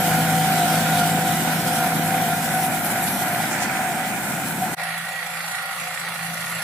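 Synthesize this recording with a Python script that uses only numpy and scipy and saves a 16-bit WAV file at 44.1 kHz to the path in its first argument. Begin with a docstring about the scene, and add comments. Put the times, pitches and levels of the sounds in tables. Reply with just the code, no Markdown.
"""A diesel tractor drags a disc harrow through dry soil, heard first from just behind, then, after a brief
silence, from across the field. The exhaust drones on the third multiple of the firing rate, loaded gears
whine and waver, and the engine block clatters and sings. The discs rumble in the ground, scrape through
clods, graze stones and throw a hissing spray of crumbs."""
import sys
import numpy as np
from scipy import signal
from scipy.fft import rfft, irfft, next_fast_len
from scipy.io import wavfile
from scipy.ndimage import uniform_filter1d, map_coordinates

SR = 44100
rng = np.random.default_rng(int(sys.argv[2]) if len(sys.argv) > 2 else 0)


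def int16_out(signal):
    """Quantize to a 16-bit WAV file."""
    q = np.round(np.clip(np.atleast_2d(signal).T, -1, 1) * 32767)
    wavfile.write(sys.argv[1], SR, q.astype(np.int16))


N = 292383
TIME = np.arange(N) / SR
NEAR_END_S, FAR_START_S = 4.748, 4.776
FIRING_NEAR_HZ, FIRING_FAR_HZ, HUNT_HZ = 54.14, 56.06, 0.11
SAG_HZ, RECOVER_S = 1, 0.2


def firing_rate():
    """Firings a second: the governor hunts a little; the far view opens sagging under load."""
    sag = SAG_HZ * np.exp(-np.maximum(TIME - FAR_START_S, 0) / RECOVER_S)
    return np.where(TIME < NEAR_END_S, FIRING_NEAR_HZ, FIRING_FAR_HZ - sag) + HUNT_HZ * wobble(5.02)


# Exhaust partials, plus a separate low hum near 63 Hz (row 1.16): multiple of the firing rate, level/dB
TONES_NEAR = [(1, -32), (1.16, -24.5), (2, -15.5), (3, 1.5), (3.5, -11.5), (3.75, -23), (4, -10.5),
              (4.5, -16.5), (5, -16), (6.498, -21)]
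TONES_FAR = [(1.16, -31), (1.999, -21), (2.5, -20), (3, -2), (3.5, -19.5), (3.999, -24)]
# Drone and hum fader: t/s, level/dB
DRONE_NEAR = [(0, -33), (0.1, -24), (0.33, -22.5), (0.5, -27), (1.15, -25.5), (1.8, -30.5), (2.05, -27),
              (2.3, -31.5), (4.15, -47.5), (4.64, -34), (4.74, -47)]
DRONE_FAR = [(4.85, -36), (5.25, -44), (5.45, -40.5), (5.72, -52), (5.82, -37), (5.98, -44), (6.2, -34.5),
             (6.63, -36)]

def exhaust_and_hum(near_firings, far_firings):
    """Exhaust pulses fuse into a drone, with a separate low hum beneath it: (near, far)."""
    near = fader(DRONE_NEAR) * partials(near_firings, TONES_NEAR, flutter_db=0.5, slip=0.14, rate=11)
    far = fader(DRONE_FAR) * partials(far_firings, TONES_FAR, flutter_db=2.0, slip=0.18, rate=33)
    return near, far


# Load shifting between two gears: t/s, shaft speed/Hz, 15-tooth level/dB, 14-tooth level/dB
GEARS_NEAR = [(0, 50.5, -22, -29), (0.07, 50.4, -25, -29), (0.16, 50.2, -20.5, -29),
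              (0.27, 50.57, -24, -33), (0.42, 50.33, -21, -31), (0.54, 50.7, -24, -27),
              (0.62, 50.7, -22, -18), (0.7, 50.2, -20.5, -29), (0.77, 49.94, -23.5, -31),
              (0.84, 50.77, -31, -27), (0.94, 50.97, -21.5, -24), (1.02, 50.67, -24, -20),
              (1.16, 49.8, -23, -35), (1.29, 51.1, -26, -23.5), (1.44, 49.97, -26, -32),
              (1.54, 50.2, -31.5, -33), (1.72, 51.54, -27.5, -26.5), (1.85, 49.24, -21.5, -26.5),
              (1.98, 50.07, -29, -30), (2.12, 50.96, -23, -27), (2.3, 49.76, -25.5, -26),
              (2.44, 51.3, -28.5, -29.5), (2.57, 49.8, -22, -33), (2.76, 50.3, -28.5, -29),
              (2.93, 50.43, -44, -34), (3.01, 50.55, -25.5, -30), (3.12, 50.67, -39, -34),
              (3.24, 49.45, -30.5, -32), (3.38, 50.5, -26.5, -31), (3.48, 51, -33, -39),
              (3.6, 51.4, -35, -33), (3.82, 50.2, -25.5, -34), (3.93, 50.2, -27, -30),
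              (4.06, 50.6, -31.5, -38), (4.17, 50.4, -36, -38), (4.3, 50.5, -44, -42),
              (4.42, 50.6, -30, -37), (4.56, 50.5, -48, -43), (4.63, 49.7, -18.5, -31),
              (4.72, 49.9, -54, -50)]
GEARS_FAR = [(4.79, 51.35, -38.5, -34), (4.87, 51.5, -35.5, -37), (4.94, 51.8, -38, -35.5),
             (5.03, 52.4, -49, -47), (5.13, 51.85, -36, -39), (5.22, 50.9, -46, -43), (5.3, 52, -40, -37),
             (5.42, 51.8, -51, -48), (5.52, 52.35, -37, -37), (5.58, 52.3, -40, -45),
             (5.64, 52.6, -42, -37.5), (5.72, 51.7, -38, -38.5), (5.79, 51.8, -47, -50),
             (5.89, 52.25, -43, -32.5), (5.98, 52.7, -50, -54), (6.05, 53, -42, -42),
             (6.13, 52.5, -52, -49), (6.25, 52, -39, -40), (6.34, 51.7, -43, -37), (6.41, 51.8, -51, -49),
             (6.55, 52.3, -43, -41), (6.63, 52.5, -44, -40)]
# Ten-tooth mesh, fading as the tractor draws away: t/s, level/dB
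LOW_MESH = [(0, -38.5), (1.75, -39), (1.9, -45), (2.1, -37.5), (2.8, -51), (4.74, -76)]
# Faint gear tones: multiple of the shaft speed, level/dB
TEETH_FAR = [(10, -52), (22, -48.5)]

def gear_whine():
    """Disc drag rocks the drive train; two meshes beat once a turn and throb: (near, far)."""
    shaft_hz, upper_db, lower_db = curves(GEARS_NEAR)
    shaft = np.cumsum(shaft_hz) / SR
    near = partials(shaft, [(15, upper_db), (14, lower_db)], flutter_db=1.6, slip=0.074, rate=25)
    octaves = [(30.03, upper_db - 21.0), (28.05, lower_db - 14.5)]
    near += partials(shaft, octaves, flutter_db=7.5, slip=0.81, rate=27)
    near += fader(LOW_MESH) * partials(shaft, [(10, 0)], flutter_db=5.0, slip=0.56, rate=25)

    shaft_hz, upper_db, lower_db = curves(GEARS_FAR)
    shaft = np.cumsum(shaft_hz) / SR
    far = partials(shaft, [(15, upper_db), (14, lower_db)], flutter_db=1.6, slip=0.28, rate=24)
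    far += partials(shaft, [(28, lower_db - 10)], flutter_db=3.5, slip=0.44, rate=17)
    far += partials(shaft, TEETH_FAR, flutter_db=2.5, slip=1.0, rate=17)
    return near, far


# Accents of the four cylinders in firing order: level/dB
CYLINDER_DB = [1.5, -3.5, 0, -2]

def firing_pulse(firings, depth, peak_at, scatter_db):
    """Envelope of one burst per firing, peaking at a fraction of the cycle; each hits differently."""
    strength = amp(scatter_db * rng.uniform(-1, 1, 1024) + np.resize(CYLINDER_DB, 1024))
    age = (firings % 1) / peak_at
    return np.sqrt(1 + depth * strength[firings.astype(int)] ** 2 * age ** 2 * np.exp(2 - 2 * age))


# Clatter EQ: f/Hz, level/dB
BLOCK_NEAR = [(250, -76), (470, -9), (620, -1), (740, 6), (860, 0), (1000, -2.5), (1130, -9.5), (1450, 3),
              (1700, -2.5), (2000, -4.5), (2450, -4), (2750, -17.5), (4000, -24), (9000, -79)]
BLOCK_FAR = [(330, -69), (510, -7.5), (700, -1), (900, -3), (990, -5), (1150, -2.5), (1310, 0.5), (1460, 2),
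             (1640, -2.5), (1900, 6), (2150, 0), (2420, -1.5), (2530, -10.5), (2680, -3.5), (3050, -11.5),
             (3220, -6.5), (3480, -5), (3600, -12), (3800, -6.5), (4500, -7.5), (9000, -52)]
# Clatter fader: t/s, level/dB
CLATTER_NEAR = [(0, -26), (1.1, -26.5), (2.3, -28.5), (3.2, -28), (3.6, -27.5), (4.3, -30), (4.74, -30.5)]
CLATTER_FAR = [(4.85, -31.5), (5.06, -33.5), (5.17, -33.5), (5.45, -32.5), (5.9, -32), (6.25, -33.5),
               (6.63, -31.5)]
# Single firings that knock harder: t/s, level/dB
HARD_KNOCKS = [(5.261, -24), (5.404, -21), (5.546, -18), (5.599, -27), (5.813, -23), (5.975, -19),
               (6.078, -19.5), (6.469, -20), (6.524, -21), (6.593, -26)]
# Ring of the block: f/Hz, level/dB, t60/s
BLOCK_MODES = [(1420, -4, 0.019), (1910, -0.5, 0.021), (2350, -7, 0.013), (3540, -5, .008)]

def block_clatter(near_firings, far_firings):
    """Every firing rattles the block; across the field the diesel knock stands out: (near, far)."""
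    knock = firing_pulse(near_firings, depth=0.43, peak_at=0.11, scatter_db=7.0)
    near = fader(CLATTER_NEAR) * amp(0.91 * wobble(15)) * rush(BLOCK_NEAR, knock)
    knock = firing_pulse(far_firings, depth=1.24, peak_at=0.25, scatter_db=0.5)
    far = fader(CLATTER_FAR) * hiss(BLOCK_FAR, knock, patchy_db=1.76)
    return near, far + strikes(HARD_KNOCKS, BLOCK_MODES, attack_s=0.00048)


# Metallic engine tones: f/Hz, level/dB
RING_NEAR = [(870, -3), (1417, -3), (1583, -25), (1985, -0.5)]
RING_FAR = [(889, -58), (1270, -50), (1850, -54), (2030, -50), (3445, -59)]
# Swells of the two lead tones in the far view: t/s, high tone level/dB, low tone level/dB
RING_SWELL = [(4.79, -41, -45), (4.9, -37, -40), (5.05, -47, -50), (5.16, -34, -49), (5.28, -45, -52),
              (5.45, -47, -51), (5.55, -43, -42), (5.65, -49, -35), (5.72, -39.5, -43), (5.85, -53, -50),
              (6.0, -47, -46), (6.15, -47, -44), (6.3, -53, -46), (6.45, -46, -42), (6.63, -47, -41)]
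RING_HIGH_HZ, RING_LOW_HZ = 1922, 1416

def engine_ring():
    """The engine's metal sings under the clatter, and comes and goes over the field: (near, far)."""
    near = fader(CLATTER_NEAR) * amp(-19.0) * singing(RING_NEAR, flutter_db=6.5, slip=0.95, rate=14)
    high_db, low_db = curves(RING_SWELL)
    lead = singing([(RING_HIGH_HZ, high_db), (RING_LOW_HZ, low_db)], flutter_db=2.0, slip=0.45, rate=20)
    return near, lead + singing(RING_FAR, flutter_db=3.5, slip=0.45, rate=15)


# Clunk cues: t/s, level/dB
CLUNKS = [(3.219, -22), (3.619, -16), (3.932, -24)]
# Ring of the gear housing: f/Hz, level/dB, t60/s
HOUSING_MODES = [(766.4, 11, 0.029), (1522, -14, .018)]

def drive_clunks():
    """The drive train takes up its slack and rings the gear housing."""
    return strikes(CLUNKS, HOUSING_MODES, attack_s=0.0026)


# Rumble and low-mid EQ: f/Hz, level/dB
RUMBLE_NEAR = [(20, -36), (45, -26), (85, -21), (115, -7), (150, -5), (195, -0.5), (260, -4), (340, -9),
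               (450, -18), (700, -27), (1500, -80)]
RUMBLE_FAR = [(20, -34), (60, -14), (110, 4.5), (170, 13), (220, 1), (280, -7), (330, -14), (430, -14),
              (700, -22), (1500, -80)]
LOW_MIDS = [(170, -40), (270, -2), (340, -10), (400, -3), (470, 0), (550, -1), (640, -6), (850, -50)]
# Near rumble fade: start level/dB, loss/(dB/s)
RUMBLE_FADE = (-28.5, 0.84)
# Far rumble and low-mid faders: t/s, level/dB
GROUND_FAR = [(4.8, -51), (5.1, -51.5), (5.95, -53), (6.2, -48.5), (6.63, -45)]
LOW_MID_SWELLS = [(4.8, -60), (4.95, -68), (5.1, -66), (5.17, -56), (5.26, -70), (5.5, -62), (5.62, -72),
                  (5.83, -57), (5.96, -70), (6.02, -49.5), (6.1, -52), (6.26, -68), (6.5, -55), (6.63, -63)]

def ground_rumble(near_firings):
    """The discs rumble, chugging up close; far off, soft ground swallows the low mids: (near, far)."""
    chug = firing_pulse(near_firings, depth=1.0, peak_at=0.15, scatter_db=2.0)
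    near = receding(*RUMBLE_FADE) * rush(RUMBLE_NEAR, chug * amp(0.54 * wobble(29.84)))
    far = fader(GROUND_FAR) * rush(RUMBLE_FAR, amp(1.2 * wobble(25)))
    far += fader(LOW_MID_SWELLS) * rush(LOW_MIDS, amp(0.8 * wobble(22)))
    return near, far


# EQ of gritty scrape, hard clods, soil hiss and finest spray: f/Hz, level/dB
GRIT = [(1200, -56), (2900, 4), (3800, 1.5), (4700, -1.5), (5800, -0.5), (6800, -3.5), (9000, -2),
        (12000, -35)]
CLODS = [(800, -50), (1550, 4), (1900, 6), (2400, -1), (2900, -9), (6000, -52)]
SOIL_NEAR = [(3000, -21.5), (6000, -13), (7200, -4.5), (8400, -2), (9600, -6.5), (11500, -6.5),
             (15600, -3.5)]
SPRAY = [(7000, -25.5), (10000, -6.5), (11000, -1), (11700, -1.5), (12500, -5), (13600, -8), (16000, -14)]
# Faders for the bite of the discs, a patch of hard clods and the spray: t/s, level/dB
SCRAPE = [(0, -34), (0.7, -32.5), (2.3, -36.5), (2.95, -38), (3.08, -35.5), (3.25, -37.5), (3.45, -37),
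          (3.63, -37.5), (3.75, -40.5), (4.74, -40.5)]
CRUNCH = [(0, -58), (2.3, -41.5), (3.2, -42), (3.45, -36.5), (3.63, -31.5), (3.78, -36.5), (4.74, -46)]
SPRAY_NEAR = [(0, -33), (1.5, -35), (2.05, -33.5), (2.3, -35.5), (2.55, -34.5), (2.88, -31.5), (2.98, -35),
              (3.06, -28.5), (3.16, -30), (3.22, -35), (3.35, -33), (3.5, -39), (3.7, -46), (4.35, -39.5),
              (4.5, -36), (4.74, -41)]
# Soil hiss fade: start level/dB, loss/(dB/s)
SOIL_FADE = (-33, 0.065)

def soil_near():
    """Clods burst unevenly on the discs, so scrape, crunch, hiss and spray surge together."""
    surge = amp(0.43 * wobble(6.1) + 0.86 * wobble(36))
    scrape = fader(SCRAPE) * hiss(GRIT, crumbs(per_second=330, size=.28), patchy_db=2.0)
    crunch = fader(CRUNCH) * rush(CLODS, crumbs(per_second=140, size=1.3))
    soil = receding(*SOIL_FADE) * hiss(SOIL_NEAR, crumbs(per_second=710, size=.3), patchy_db=2.0)
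    spray = fader(SPRAY_NEAR) * hiss(SPRAY, crumbs(per_second=660, size=.3), patchy_db=2.0)
    return surge * (scrape + crunch + soil + spray)


# Far hiss EQ: f/Hz, level/dB
HISS_EQ_FAR = [(1200, -45), (3000, 2.5), (4300, -1), (5200, 2), (6000, 5.5), (6800, 2), (7600, 8),
               (8500, 5), (9400, 7.5), (10500, 9), (13300, -20), (14300, -6), (15500, -1)]
# Far hiss fader: t/s, level/dB
HISS_FAR = [(4.8, -41), (5.1, -40.5), (5.35, -39.5), (5.5, -38.5), (5.68, -43), (5.73, -38.5), (5.8, -38.5),
            (6.15, -39.5), (6.3, -38.5), (6.63, -37.5)]

def soil_far(firings):
    """Thrown soil hisses across the field, its treble ticking with every firing."""
    ticks = firing_pulse(firings, depth=0.67, peak_at=0.38, scatter_db=8.0)
    ticks *= crumbs(per_second=240, size=.25)
    broad_hiss = hiss(HISS_EQ_FAR, ticks, patchy_db=2.8)
    spray = amp(-3) * hiss(SPRAY, ticks, patchy_db=1.5)
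    return fader(HISS_FAR) * (broad_hiss + spray)


# Graze cues, then a disc singing: t/s, level/dB, f/Hz, bandwidth/Hz, half-length/s
STONES = [(3.04, -26.5, 8410, 449, 0.0078), (3.079, -30.5, 3900, 2200, 0.015),
          (3.526, -29.5, 7360, 2400, 0.026), (3.632, -28, 6790, 4200, 0.024),
          (4.048, -36, 3130, 600, 0.015), (4.12, -35.5, 2380, 150, 0.052), (4.443, -41, 2420, 150, 0.067)]

def stones():
    """Stones and hard clods graze a disc, and the disc briefly sings near 2.4 kHz; each is a short swell of
    noise in one of its bands."""
    out = np.zeros((2, N))
    t = np.arange(-SR // 8, SR // 8) / SR
    for s, db, hz, width_hz, half_s in STONES:
        ring = signal.lfilter(*signal.iirpeak(hz, hz / width_hz, SR), rng.standard_normal((2, len(t))))
        out[:, round((s + t[0]) * SR):][:, :len(t)] += amp(db) * unit(ring) * np.exp(-(t / half_s) ** 2)
    return out


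def partials(turns, orders, flutter_db, slip, rate):
    """Multiples of a rotation, fluttering in level and slipping in phase (rad), rate times a second."""
    return sum(amp(db + flutter_db * np.sqrt(2) * np.tanh(wobble(rate)))
               * np.sin(2 * np.pi * (k * turns + rng.random()) + slip * wobble(rate))
               for k, db in orders)


def singing(tones, flutter_db, slip, rate):
    """Narrow metallic tones that swell and fade differently on each side."""
    shared = partials(TIME, tones, flutter_db, slip, rate)
    return np.array([1.23 * shared + .5 * partials(TIME, tones, flutter_db, slip, rate) for _ in range(2)])


def strikes(blows, modes, attack_s):
    """Separate blows, each ringing the same modes with a slightly different balance."""
    out = np.zeros(N + SR)
    t = np.arange(SR // 8) / SR
    for s, db in blows:
        ring = sum(amp(level + rng.normal(0, 1) - 60 * t / t60)
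                   * np.sin(2 * np.pi * (hz * t + rng.random())) for hz, level, t60 in modes)
        out[round(s * SR):][:len(t)] += amp(db) * ring * (1 - np.exp(-t / attack_s))
    return out[:N]


def crumbs(per_second, size):
    """Envelope of a spray of soil: an even bed with single grains standing out."""
    hits = (rng.random(N) < per_second / SR) * rng.exponential(size=N)
    return 1 + size * np.convolve(hits, np.hanning(48), "same")


def rush(eq, envelope):
    """Stereo noise, pulsed by an envelope and coloured by an EQ."""
    return spread(envelope * rng.standard_normal((2, N)), eq)


def hiss(eq, envelope, patchy_db):
    """Pulsed stereo noise whose colour keeps shifting in small patches."""
    spectra = signal.stft(envelope * rng.standard_normal((2, N)), nperseg=512)[2]
    patches = rng.standard_normal(spectra.shape)
    for _ in range(2):
        patches = uniform_filter1d(uniform_filter1d(patches, size=4, axis=1), size=11, axis=2)
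    pair = signal.istft(spectra * amp(patchy_db * unit(patches)), nperseg=512)[1][:, :N]
    return spread(pair, eq)


# Stereo image of the noise: f/Hz, left-right correlation
CORRELATION = [(30, 0.43), (150, 0.91), (750, 0.94), (1400, 0.65), (2200, 0.22), (4000, 0.0072),
               (15000, 0.024)]

def spread(pair, eq):
    """Colour two unrelated signals as mid and side: bass alike, treble apart."""
    def shares(hz):
        angle = np.arccos(along(CORRELATION, hz)) / 2
        return amp(along(eq, hz)) * np.array([np.cos(angle), np.sin(angle)])
    mid, side = filtered(pair, shares)
    return np.array([mid + side, mid - side]) / np.sqrt(np.mean(mid ** 2) + 1e-20)


def panned(x, pan):
    """Tilt the two channels against each other, band by band."""
    return filtered(x, lambda hz: amp(np.outer([1, -1], along(pan, hz)) / 2))


def filtered(x, response):
    """Shape x with a gain that depends on frequency."""
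    size = next_fast_len(N + 8192, real=True)
    return irfft(rfft(x, size) * response(np.fft.rfftfreq(size, 1 / SR)), size)[..., :N]


def wobble(rate):
    """A smooth random curve, rate knots a second."""
    coarse = np.arange(0, N + 32, 32)
    knots = rng.standard_normal(2048)
    return np.interp(np.arange(N), coarse, map_coordinates(knots, [coarse * rate / SR], mode="wrap"))


def receding(start_db, loss_db_per_s):
    """Gain of a sound that moves steadily away."""
    return amp(start_db - loss_db_per_s * TIME)


def fader(rows):
    """Gain per sample from (t/s, level/dB) points."""
    return amp(curves(rows)[0])


def curves(rows):
    """One value per sample for each column after the time."""
    s, *columns = np.transpose(rows)
    return [np.interp(TIME, s, column) for column in columns]


def along(points, hz):
    """(f/Hz, value) points read on a log axis."""
    f, values = np.transpose(points)
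    return np.interp(np.log(hz + 1), np.log(f + 1), values)


def amp(db):
    """Decibels to gain."""
    return 10 ** (np.asarray(db) / 20)


def unit(x):
    """Scale to rms 1."""
    return x / np.sqrt(np.mean(x ** 2) + 1e-20)


# Pan by band: f/Hz, left minus right/dB
PAN_NEAR = [(150, 1.2), (700, 1.2), (1290, -1.5), (2400, -4), (3600, -3), (4600, 0), (5900, 3), (6900, -4),
            (8300, -6.5), (9700, -3), (11500, 3.5), (15000, -1)]
PAN_FAR = [(150, 2), (380, -8.5), (700, 2.5), (1290, 0.5), (2000, -4), (2600, -13), (3300, -4),
           (4300, -1.5), (6500, 0), (7700, 2), (8900, -2), (11000, 1.5), (14500, 4)]

def scene():
    """The near view stops dead; the far view fades in a moment later."""
    firings = np.cumsum(firing_rate()) / SR
    # a far firing cycle starts on the first hard knock
    far_firings = firings + 1 - firings[round(HARD_KNOCKS[0][0] * SR)] % 1
    near_layers, far_layers = zip(exhaust_and_hum(firings, far_firings), gear_whine(),
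                                  block_clatter(firings, far_firings), engine_ring(),
                                  ground_rumble(firings))
    near = panned(sum(near_layers) + drive_clunks() + soil_near(), PAN_NEAR)
    far = panned(sum(far_layers) + soil_far(far_firings), PAN_FAR)
    fade_out = np.clip((NEAR_END_S - TIME) / 0.0057 + .5, 0, 1)
    fade_in = np.clip((TIME - FAR_START_S) / 0.023 + .5, amp(-26.5), 1)
    return fade_out * near + (1 - fade_out) * fade_in * far + stones()


# Shading of the right microphone as it turns: t/s, share of the top treble lost
SHADE = [(1.2, 0.1), (2.2, 0.25), (3.7, 0.79), (4.74, 0.82), (4.78, 0.25)]
TOP_HZ = 15550

def record(dry):
    """The right microphone is partly shaded; nothing passes above the band limit."""
    left, right = dry
    top = filtered(right, lambda hz: np.clip((hz - 11500) / 1500, 0, 1))
    shaded = right - curves(SHADE)[0] * top
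    return filtered(np.array([left, shaded]), lambda hz: hz < TOP_HZ)


dry = scene()
out = record(dry)
int16_out(out)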